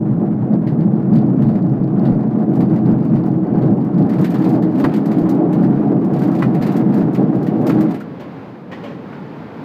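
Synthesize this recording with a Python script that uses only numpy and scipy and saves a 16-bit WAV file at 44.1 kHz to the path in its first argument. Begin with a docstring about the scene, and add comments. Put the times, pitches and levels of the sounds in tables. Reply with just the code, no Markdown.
"""A glider's wheel drums the hollow fuselage on a takeoff roll over rough dirt, heard in the cockpit.
Random impacts ring the hull and panels; shaped noise makes the grinding grit and the rushing air.
Fittings rattle in short noise bursts, smooth pulses make faint, very deep thumps, and three jolts
bang and ring the frame. Near 8 s the wheel leaves the ground: the rumble stops, the airframe clunks
and air rushes past."""
import sys
import numpy as np
from scipy import signal
from scipy.fft import rfft, irfft, next_fast_len
from scipy.io import wavfile
from scipy.ndimage import uniform_filter1d, minimum_filter1d, map_coordinates

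SR = 44100
rng = np.random.default_rng(int(sys.argv[2]) if len(sys.argv) > 2 else 0)


def put_to_file(sound):
    """Save the sound as 16-bit audio at rate SR, in the file named by the first command-line argument."""
    columns = np.atleast_2d(sound).T  # one column per channel
    safe = np.clip(columns, -1, 1)
    whole_steps = np.round(safe * 32767)
    wavfile.write(sys.argv[1], SR, whole_steps.astype(np.int16))


N = 425124


def amp(db):
    """Turn decibels into a gain."""
    return 10 ** (np.asarray(db) / 20)


def unit(x):
    """Scale to an average (rms) strength of 1."""
    return x / np.sqrt(np.mean(x ** 2) + 1e-20)


def curves(rows):
    """Join the rows with straight lines over time: one curve for each column after the first."""
    s, *columns = np.transpose(rows)
    return [np.interp(np.arange(N) / SR, s, column) for column in columns]


def wobble(rate):
    """A smooth random curve through `rate` random points a second."""
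    points = rng.standard_normal(int(N * rate / SR) + 4)
    return map_coordinates(points, [np.arange(N) * rate / SR])


def filtered(x, response):
    """Multiply each frequency of x by response(hz)."""
    size = next_fast_len(len(x) + 8192)  # spare room for the filter's tail
    hz = np.fft.rfftfreq(size, 1 / SR)
    return irfft(rfft(x, size) * response(hz), size)[:len(x)]


def spectrum_gain(spectrum, hz):
    """Gain at each frequency, read between the (pitch_hz, level_db) points on a log pitch scale."""
    pitch_hz, level_db = np.transpose(spectrum)
    return amp(np.interp(np.log(hz + 1), np.log(pitch_hz), level_db))


def coloured(x, spectrum):
    """Shape the tone of x with a spectrum, then scale it to rms 1."""
    return unit(filtered(x, lambda hz: spectrum_gain(spectrum, hz)))


def recoloured(spectrum, scatter_db):
    """Nudge each level of a spectrum at random, so that no two contacts sound alike."""
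    return [(hz, db + scatter_db * rng.standard_normal()) for hz, db in spectrum]


def resonate(x, modes):
    """Ring x through resonances given as (pitch_hz, width_hz, level_db)."""
    def response(f):
        total = 0
        for k, (hz, width, db) in enumerate(modes):
            peak = 1j * f * width / (hz * hz - f * f + 1j * f * width)
            total = total + (-1) ** k * amp(db) * peak  # neighbours have opposite signs
        return total
    return filtered(x, response)


def grains(rate, spread_db):
    """Single-sample impacts at random times, about `rate` a second, of uneven size and random sign."""
    hits = rng.random(N) < rate / SR
    size_db = spread_db * np.clip(rng.standard_normal(N), -2, 2)
    return hits * rng.choice([-1, 1], N) * amp(size_db)


def patter(rate, spread_db, t60):
    """Loudness curve of many small random contacts, each falling 60 dB in t60 seconds."""
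    fade = amp(-60 * np.arange(SR // 8) / SR / t60)
    power = signal.fftconvolve(grains(rate, spread_db) ** 2, fade ** 2)[:N]
    return np.sqrt(np.abs(power))


def burst(spectrum, attack, t60, size=6000):
    """One contact: shaped noise that rises over about `attack` seconds and falls 60 dB in t60 seconds."""
    t = np.arange(size) / SR
    gain = spectrum_gain(spectrum, np.fft.rfftfreq(size, 1 / SR))
    noise = unit(irfft(rfft(rng.standard_normal(size)) * gain))
    return noise * (1 - np.exp(-t / attack)) * amp(-60 * t / t60)


def steadied(x, share, size=3000):
    """Even out a share of x's chance surges, so that the ground sets its swells."""
    power = uniform_filter1d(uniform_filter1d(x ** 2, size=size), size=size)
    return unit(x / (np.abs(power) + 1e-9) ** (np.clip(share, 0, 1) / 2))


def add(track, s, sound):
    """Mix a sound into the track at time s."""
    part = track[max(round(s * SR), 0):][:len(sound)]
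    part += sound[:len(part)]


def swell(middle, length):
    """A smooth rise from 0 to 1 and back; middle and length are in seconds."""
    out = np.zeros(N)
    size = max(round(length * SR), 3)
    add(out, middle - length / 2, np.hanning(size))
    return out


def speed(liftoff=8):
    """Share of flying speed: a steady climb from 0 to 1 at liftoff (s)."""
    return np.clip(np.arange(N) / SR / liftoff, 0, 1)


def with_speed(level):
    """Level in dB of a sound that grows as the glider gathers speed."""
    start_db, gained_db = level
    return start_db + gained_db * speed()


def on_ground(liftoff=8.02, release=0.16):
    """Ground contact: 1 while rolling, falling to 0 at liftoff as the wings take the weight."""
    return np.clip((liftoff - np.arange(N) / SR) / release, 0, 1)


# swells in the strip that press on the wheel: middle_s, length_s, hull_change_db, panel_change_db
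BUMP_SWELLS = [(0.137, 0.11, 3, -3.5), (0.243, .1, -1, 5.5), (0.538, 0.082, 6, 7), (0.847, 0.4, 4, 1.5),
               (1.151, 0.19, 8.5, 2), (1.273, 0.25, 3, 4), (1.471, 0.3, 5.5, 2), (1.679, 0.15, 4, 0.5),
               (2.066, 0.35, 4.5, 3.5), (2.454, 0.38, 1.5, 3), (2.612, 0.15, 4.5, 5), (2.738, 0.15, 4.5, 5),
               (2.904, 0.19, 7, 3.5), (3.141, 0.096, 8.5, 2.5), (3.635, 0.34, 3, 4), (3.718, 0.054, 7, 2),
               (4.011, 0.21, 6.5, 3.5), (4.208, 0.082, 7, 3), (4.532, 0.42, 2, 5), (4.817, 0.26, -1, 5),
               (5.2, 0.33, 0, 3.5), (5.417, 0.33, -2, 5.5), (5.647, 0.32, 4.5, 2), (5.905, 0.24, 0, 3.5),
               (6.496, 0.22, 4, -0.5), (6.924, 0.34, 4, 0), (7.211, 0.11, 6.5, 5.5), (7.677, 0.1, -5.5, 3),
               (7.773, 0.11, 4, 3)]
# hollows where the wheel goes light: middle_s, length_s, loss_db
WHEEL_HOLLOWS = [(0.39, 0.081, 2.5), (2.466, 0.055, 5), (3.42, 0.11, 1.5), (3.891, 0.2, 2.5),
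                 (4.277, 0.046, 4), (4.775, 0.19, 1.5), (7.155, 0.21, 4), (7.466, 0.29, 2)]


def wheel_load():
    """How bumps and hollows change the drive on the hull and on the panels, as two curves in dB."""
    load_db = np.zeros((2, N))
    for middle, length, hull_db, panel_db in BUMP_SWELLS:
        load_db += np.outer([hull_db, panel_db], swell(middle, length))
    for middle, length, loss_db in WHEEL_HOLLOWS:
        load_db -= loss_db * swell(middle, length)
    return load_db


# stretches of stony ground: start_s, end_s, stoniness (share, 0 to 1)
STONY_STRETCHES = [(4.11, 4.587, 0.87), (4.708, 5.356, 0.7), (5.545, 5.88, .35), (6.171, 6.458, 1),
                   (6.592, 6.829, 1), (6.921, 7.037, 0.8), (7.648, 7.976, .75)]


def stoniness(edge=0.031):
    """0 on plain dirt, up to 1 on stones; each stretch fades in and out over `edge` seconds."""
    t = np.arange(N) / SR
    stones = np.zeros(N)
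    for start, end, share in STONY_STRETCHES:
        stones += share * np.clip(np.minimum(t - start, end - t) / edge + .5, 0, 1)
    return stones


# air over the canopy, before gusts and the slow-speed cut: time_s, buffet_db, hiss_db
AIR_LEVELS = [(8.0, -30, -42), (8.25, -30.5, -40.5), (8.44, -32.5, -39.5), (8.66, -33.5, -45),
              (8.8, -29, -37.5), (8.97, -30.5, -41.5), (9.12, -31.5, -38), (9.22, -32, -40),
              (9.64, -30, -37.3)]
# tone of the low buffeting: pitch_hz, relative_db
BUFFET_TONE = [(20, -44.5), (50, -32), (80, -17), (120, -4), (170, 1), (280, -2), (380, -8.5), (480, -8.5),
               (800, -25), (2000, -53.5), (6000, -80)]
# tone of the air hiss: pitch_hz, relative_db
HISS_TONE = [(50, -46), (200, 2), (500, -0.5), (850, 4), (1300, -3), (2100, -9.5), (3200, -18.5),
             (4900, -25.5), (5600, -32.5), (7000, -37.5), (9500, -47.5), (15000, -41.5)]


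def airflow(slow_db=-26):
    """Air buffets the canopy and hisses at its seams: two shaped noises that grow during the roll."""
    buffet_db, hiss_db = curves(AIR_LEVELS)
    gust_db = .7 * wobble(12)
    buffet = coloured(rng.standard_normal(N), BUFFET_TONE) * amp(buffet_db + gust_db)
    hiss = coloured(rng.standard_normal(N), HISS_TONE) * amp(hiss_db + gust_db / 2)
    return (buffet + hiss) * amp(slow_db * (1 - speed()))


# airframe and control runs clunking: start_s, level_db, fade_s (60 dB), pitch_hz, ring_relative_db
CLUNK_EVENTS = [(8.003, -41.5, 0.096, 1380, 10), (8.195, -36.5, 0.3, 600, 2.5),
                (8.714, -32.5, .3, 1870, -6), (8.834, -34.5, 0.52, 566, 1.5),
                (9.125, -43.5, .25, 1430, 1.5)]
# tone of the knock itself: pitch_hz, relative_db
CLUNK_TONE = [(50, -50), (150, -10.5), (550, 3), (900, -5.5), (1800, -4), (2900, -6.5), (4000, -17.5),
              (6500, -26.5), (9000, -41), (15000, -38.5)]
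# frame resonances that answer each clunk: pitch_hz, width_hz, relative_db
AIRFRAME_MODES = [(804, 37, 0), (1070, 59, 7), (1790, 49, -13), (2650, 60, -8), (3180, 110, -14),
                  (3970, 78, -23)]


def clunks(width_hz=110, knock_db=-1.5, airframe_db=-4):
    """Dull airframe knocks from liftoff on: a burst, one hollow resonance and the frame's ring."""
    out = np.zeros(N)
    for s, db, t60, hz, ring_db in CLUNK_EVENTS:
        knock = burst(CLUNK_TONE, attack=0.0032, t60=t60, size=16000)
        strength = np.std(knock)
        ring = unit(resonate(knock, [(hz, width_hz, 0)])) * strength
        frame = unit(resonate(knock, AIRFRAME_MODES)) * strength
        mix = amp(knock_db) * knock + amp(ring_db) * ring + amp(airframe_db) * frame
        add(out, s, amp(db) * mix)
    return out


# how hard small fittings are shaken, before bumps and stones: time_s, level_db
SHAKE_LEVELS = [(0, -80.5), (.45, -82.5), (.7, -79), (2, -71), (3.1, -67.5), (4, -71.5), (6, -72.5),
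                (8, -69)]
# tone of the small ticks: pitch_hz, relative_db
TICK_TONE = [(200, -58), (1000, -18), (2500, -7), (3500, -12.5), (4700, -4), (5400, -16), (7000, -19.5),
             (10000, -29), (15000, -20)]
# bright metal tone, also used by the rattles: pitch_hz, relative_db
CLINK_TONE = [(300, -62.5), (1500, -9), (4000, 4.5), (5500, 3), (7500, 0), (10000, -4.5), (12500, 0),
              (14800, 2), (16000, -7.5)]


def chatter(load_db, stones, load_share=1.3, stony_db=9, buzz_db=-64):
    """Small fittings tick, harder under load; on stones the canopy buzzes in its frame."""
    ticks = unit(coloured(rng.standard_normal(N), TICK_TONE) * patter(rate=37, spread_db=2, t60=0.041))
    buzz = unit(coloured(rng.standard_normal(N), CLINK_TONE) * patter(rate=70, spread_db=0.5, t60=.06))
    tick_db = curves(SHAKE_LEVELS)[0] + load_share * load_db + stony_db * stones
    return ticks * amp(tick_db) + buzz * stones ** 2 * amp(buzz_db)


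# duller knocking tone, also used by the rattles and jolts: pitch_hz, relative_db
CLACK_TONE = [(80, -49.5), (300, -15), (800, -3), (1900, 5), (2400, 0), (3400, -7), (4700, -9),
              (5800, -23.5), (10000, -30.5)]


def clatter(stones, clatter_db=-50):
    """Stones set off many lesser knocks of the canopy frame: noise under a pattering loudness."""
    knocks = unit(coloured(rng.standard_normal(N), CLACK_TONE) * patter(rate=39, spread_db=2.5, t60=0.095))
    return knocks * stones * amp(clatter_db)


# canopy and fittings clattering, before the trims below: start_s, level_db, body_relative_db
RATTLE_EVENTS = [(0.6697, -54, 24), (0.8055, -58, 17), (1.153, -44.5, 11.5), (1.4195, -47.5, 10),
                 (1.4836, -52, 16), (1.552, -50.5, 14.5), (2.051, -48.5, 16.5), (2.532, -51.5, 8.5),
                 (2.5523, -43.5, 2.5), (2.604, -41.5, 10), (2.758, -47, 11.5), (2.8575, -59, 20),
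                 (3.0475, -48.5, 9), (3.157, -54, 17.5), (3.257, -45.5, -8), (3.6185, -55, 16.5),
                 (3.8437, -50.5, -5), (3.9814, -48, 11), (4.0928, -40.5, 9.5), (4.133, -44, 10),
                 (4.1886, -42.5, -0.5), (4.2107, -38, 2), (4.2426, -32, 10), (4.3018, -36, 2),
                 (4.341, -37, 10), (4.3837, -44.5, -9), (4.416, -44.5, 10.5), (4.4408, -37.5, 7.5),
                 (4.4893, -37, -7), (4.5242, -44, -4), (4.623, -43, 12.5), (4.7526, -47.5, 10.5),
                 (4.781, -42.5, -10), (4.797, -35.5, 8), (4.8419, -35.5, 0), (4.937, -37, 10.5),
                 (4.9618, -37.5, 3.5), (5.0567, -37, 3.5), (5.114, -40, 10.5), (5.1817, -40.5, -1),
                 (5.2116, -47, 5), (5.291, -32.5, -2), (5.3457, -47, -15), (5.5268, -40, 9),
                 (5.6344, -45.5, 13), (6.0438, -45, -0.5), (6.134, -42, 9), (6.162, -47.5, 11.5),
                 (6.189, -40, -4.5), (6.2172, -41.5, 10), (6.2346, -39.5, -1), (6.272, -45, -6),
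                 (6.3141, -45.5, 4.5), (6.349, -39, 8), (6.388, -41, 7.5), (6.4218, -39.5, 14),
                 (6.5445, -40.5, 12.5), (6.6131, -41.5, -14), (6.6219, -34.5, 11), (6.6643, -35, 9.5),
                 (6.719, -38.5, 4), (6.765, -34.5, 3.5), (6.94, -38.5, 3.5), (6.978, -42.5, -3),
                 (7.02, -48.5, 9.5), (7.131, -42.5, -10.5), (7.147, -37, 9.5), (7.351, -47.5, 6.5),
                 (7.427, -42.5, 2), (7.4658, -39.5, 11), (7.6117, -46.5, 0.5), (7.666, -29, 2.5),
                 (7.6932, -32, 6), (7.8066, -33.5, 3.5), (7.9075, -41, 8.5), (7.9423, -40, 9),
                 (8.001, -43.5, 5.5), (8.2022, -48, 8.5), (8.838, -50, 0)]
# a small loose buckle tapping, before the trim below: start_s, level_db
BUCKLE_TAPS = [(0.537, -46.5), (0.807, -45.5), (0.958, -53), (1.1363, -41.5), (1.1616, -42.5),
               (1.1871, -43), (1.216, -50.5), (1.4688, -47.5), (1.6237, -48), (1.8399, -48), (1.9937, -46),
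               (2.607, -45.5), (2.858, -44.5), (3.237, -46.5), (3.5521, -50.5), (3.707, -47.5),
               (3.816, -48), (3.942, -49), (4.024, -42.5)]
# tone of the buckle: pitch_hz, relative_db
BUCKLE_TONE = [(200, -59.5), (1000, -20), (2500, -7.5), (3500, -8.5), (4700, -1.5), (5500, -16),
               (7000, -23), (10000, -34.5), (15000, -26)]


def rattles(clink_db=-7, clack_db=-9, rebound_db=-8, tap_db=-3, flight=.016, count=2):
    """Metal fittings clink and clack on the canopy frame and rebound ever weaker; a buckle taps."""
    out = np.zeros(N)
    for s, db, body_db in RATTLE_EVENTS:
        clack_tone = recoloured(CLACK_TONE, scatter_db=2.2)
        add(out, s, amp(db + clink_db) * burst(CLINK_TONE, attack=0.0014, t60=0.1))
        add(out, s, amp(db + body_db + clack_db) * burst(clack_tone, attack=0.0011, t60=0.2))
        # rebounds follow after random gaps scaled from `flight` seconds
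        delays = np.cumsum(flight * rng.uniform(0.39, 1.5, count))
        for k, delay in enumerate(delays, 1):
            rebound = burst(CLINK_TONE, attack=.001, t60=0.041)
            add(out, s + delay, amp(db + clink_db + k * rebound_db) * rebound)
    for s, db in BUCKLE_TAPS:
        add(out, s, amp(db + tap_db) * burst(BUCKLE_TONE, attack=.0005, t60=0.034))
    return out


# faint, very deep thumps during the roll, before the boost below: start_s, level_db
DEEP_THUMPS = [(1.448, -32), (1.544, -38.5), (1.792, -34), (2.04, -39), (2.118, -25.5), (2.63, -37),
               (2.928, -32), (3.151, -35), (3.55, -38), (3.612, -39), (3.709, -38), (4.841, -36),
               (5.216, -34), (5.758, -37), (6.18, -41.5), (6.6, -39), (7.02, -38), (7.77, -40)]


def deep_thumps(thump_db=9, pulse_s=0.011):
    """Faint, very deep thumps during the roll: each is one smooth pulse, timed by pulse_s."""
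    out = np.zeros(N)
    u = np.arange(SR // 8) / SR / pulse_s
    pulse = u * (2 - u) * np.exp(-u)  # up, below zero, then back to rest
    for s, db in DEEP_THUMPS:
        add(out, s, amp(db + thump_db) * pulse)
    return out


# heavy undercarriage blows, before the trims below: start_s, level_db, crack_relative_db, struck_pitch_hz
# (the crack's level is relative to the blow, here 7 to 19.5 dB weaker)
JOLT_EVENTS = [(4.841, -16, -7, 1060), (6.421, -17, -19.5, 1950), (7.696, -20.5, -16, 1550)]
# what rings in a jolt: pitch_hz, relative_db, fade_s (60 dB)
FRAME_MODES = [(600, 0, 0.066), (785, 5.5, 0.065), (880, 7, 0.078), (1000, 3.5, 0.085), (1138, -3.5, .11),
               (1324, -4.5, 0.18), (1642, -5, 0.12), (1802, -6.5, 0.11), (1973, -4.5, 0.1),
               (2450, -10, 0.12), (2950, -9.5, 0.074), (4260, -13, .05), (5800, -26, 0.063)]
# tone of the bang: pitch_hz, relative_db
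BANG_TONE = [(40, -43), (150, -5), (600, -10.5), (1100, 5.5), (2000, -6), (3000, -18), (5000, -32),
             (9000, -45), (15000, -44)]
# deep tone of the thump, also used by the rumble: pitch_hz, relative_db
TYRE_TONE = [(20, -19), (55, -15), (80, -13), (100, -8.5), (125, -2.5), (220, -1.5), (300, -5.5),
             (600, -9.5), (2000, -53)]


def jolts(ring_db=-4, bang_db=-3, focus_db=7.5, thump_db=2):
    """Hard bumps slam the undercarriage: fading sines ring the frame; bursts crack, bang and thump."""
    out = np.zeros(N)
    t = np.arange(SR // 4) / SR
    for s, db, crack_relative_db, struck_hz in JOLT_EVENTS:
        for hz, level, t60 in FRAME_MODES:
            # where the blow lands decides which modes take most of it (focus_db per octave)
            octaves_away = abs(np.log2(hz / struck_hz))
            mode_db = level - focus_db * octaves_away + rng.normal(0, 1)
            ring = amp(mode_db - 60 * t / t60) * np.sin(2 * np.pi * (hz * t + rng.random()))
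            add(out, s, amp(db + ring_db) * ring * (1 - np.exp(-t / 0.0019)))
        add(out, s, amp(db + bang_db) * burst(BANG_TONE, attack=.003, t60=.1))
        add(out, s, amp(db + crack_relative_db) * burst(CLACK_TONE, attack=.0005, t60=0.07))
        add(out, s, amp(db + thump_db) * burst(TYRE_TONE, attack=0.0032, t60=0.08))
    return out


# tone of the grit: pitch_hz, relative_db
GRIT_TONE = [(60, -41.5), (200, -16.5), (600, 5), (1000, 2.5), (1400, -3.5), (1950, -12.5), (2500, -20),
             (3500, -28), (5000, -35), (8000, -45.5), (15000, -53.5)]
# grit level before load and stones: start_db, gained_by_liftoff_db
GRIT_GROWTH = (-42.5, 5.55)


def dirt(load_db, stones, load_share=0.71, stony_db=4.5):
    """The tyre grinds grit in uneven crunches of shaped noise, harder under load and on stones."""
    noise = coloured(rng.standard_normal(N), GRIT_TONE)
    grit = unit(noise * patter(rate=220, spread_db=1.0, t60=0.15))
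    return grit * amp(with_speed(GRIT_GROWTH) + load_share * load_db + stony_db * stones)


# fuselage shell and cockpit cavity, before the tyre tone: pitch_hz, width_hz, relative_db
HULL_MODES = [(134.9, 24.2, -1), (177.2, 12, 2.5), (213.9, 20, 0)]
# skin panels, before the skin tone: pitch_hz, width_hz, relative_db
PANEL_MODES = [(255.7, 18.9, -3.5), (282.5, 11.2, -1.5), (315.7, 12.9, 1.5), (416, 118.6, -11),
               (464.7, 42.4, -8.5), (611, 70.5, -16), (728, 13, -10), (809, 41.6, -18)]
# tone of the panels: pitch_hz, relative_db
SKIN_TONE = [(60, -25.5), (180, -9.5), (260, 2), (800, -4), (1100, -1.5), (2000, -17), (5000, -45)]
# how much the rumble's deepest bass is thinned: time_s, thinning (share, 0 to 1)
DEEP_BASS_LOSS = [(0, 0), (.7, .05), (1.25, .6), (2, .1), (3.2, .05), (4.2, 0.7), (5.2, 1), (6.2, .8),
                  (7.3, .6), (8, 0.8)]
# hull level before wheel load: start_db, gained_by_liftoff_db
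HULL_GROWTH = (-16.5, 0)
# panel level before wheel load: start_db, gained_by_liftoff_db
PANEL_GROWTH = (-23, 6.85)


def rumble(load_db, tilt=0.77):
    """Stones and clods under the tyre drum the shell and panels: random impacts ring their resonances."""
    hull_load_db, panel_load_db = load_db
    full = coloured(resonate(grains(rate=900, spread_db=2), HULL_MODES), TYRE_TONE)
    # a copy with weaker bass below 220 Hz, blended in as the deep bass thins
    thin = unit(filtered(full, lambda hz: (np.clip(hz, 60, 220) / 220) ** tilt))
    loss = np.clip(curves(DEEP_BASS_LOSS)[0], 0, 1)
    hull = steadied((1 - loss) * full + loss * thin, share=0.85)
    panel_ring = resonate(grains(rate=1500, spread_db=1.5), PANEL_MODES)
    panels = steadied(coloured(panel_ring, SKIN_TONE), share=0.38)
    hull_gain = amp(with_speed(HULL_GROWTH) + hull_load_db)
    panel_gain = amp(with_speed(PANEL_GROWTH) + panel_load_db)
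    return hull_gain * hull + panel_gain * panels


def scene():
    """Mix the cockpit: the steady rolling sounds stop at liftoff, the others keep their own times."""
    load_db, stones = wheel_load(), stoniness()
    mean_load_db = load_db.mean(axis=0)
    rolling = chatter(mean_load_db, stones) + clatter(stones)
    rolling += dirt(mean_load_db, stones) + rumble(load_db)
    return (airflow() + clunks() + rattles() + deep_thumps() + jolts() + on_ground() * rolling)[None]


def record(dry, noise_db=-80, ceiling=.7, top_hz=15500):
    """Fade in briefly, add a faint hiss, limit the peaks and cut everything from top_hz up."""
    fade_in = np.minimum(1, np.arange(N) / 200)
    sound = dry[0] * fade_in + amp(noise_db) * rng.standard_normal(N)
    needed = np.minimum(1, ceiling / (np.abs(sound) + 1e-9))
    # hold the lowest gain around each peak, then smooth it
    gain = uniform_filter1d(minimum_filter1d(needed, size=300), size=300)
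    return filtered(sound * gain, lambda hz: hz < top_hz)[None]


dry = scene()
out = record(dry)
put_to_file(out)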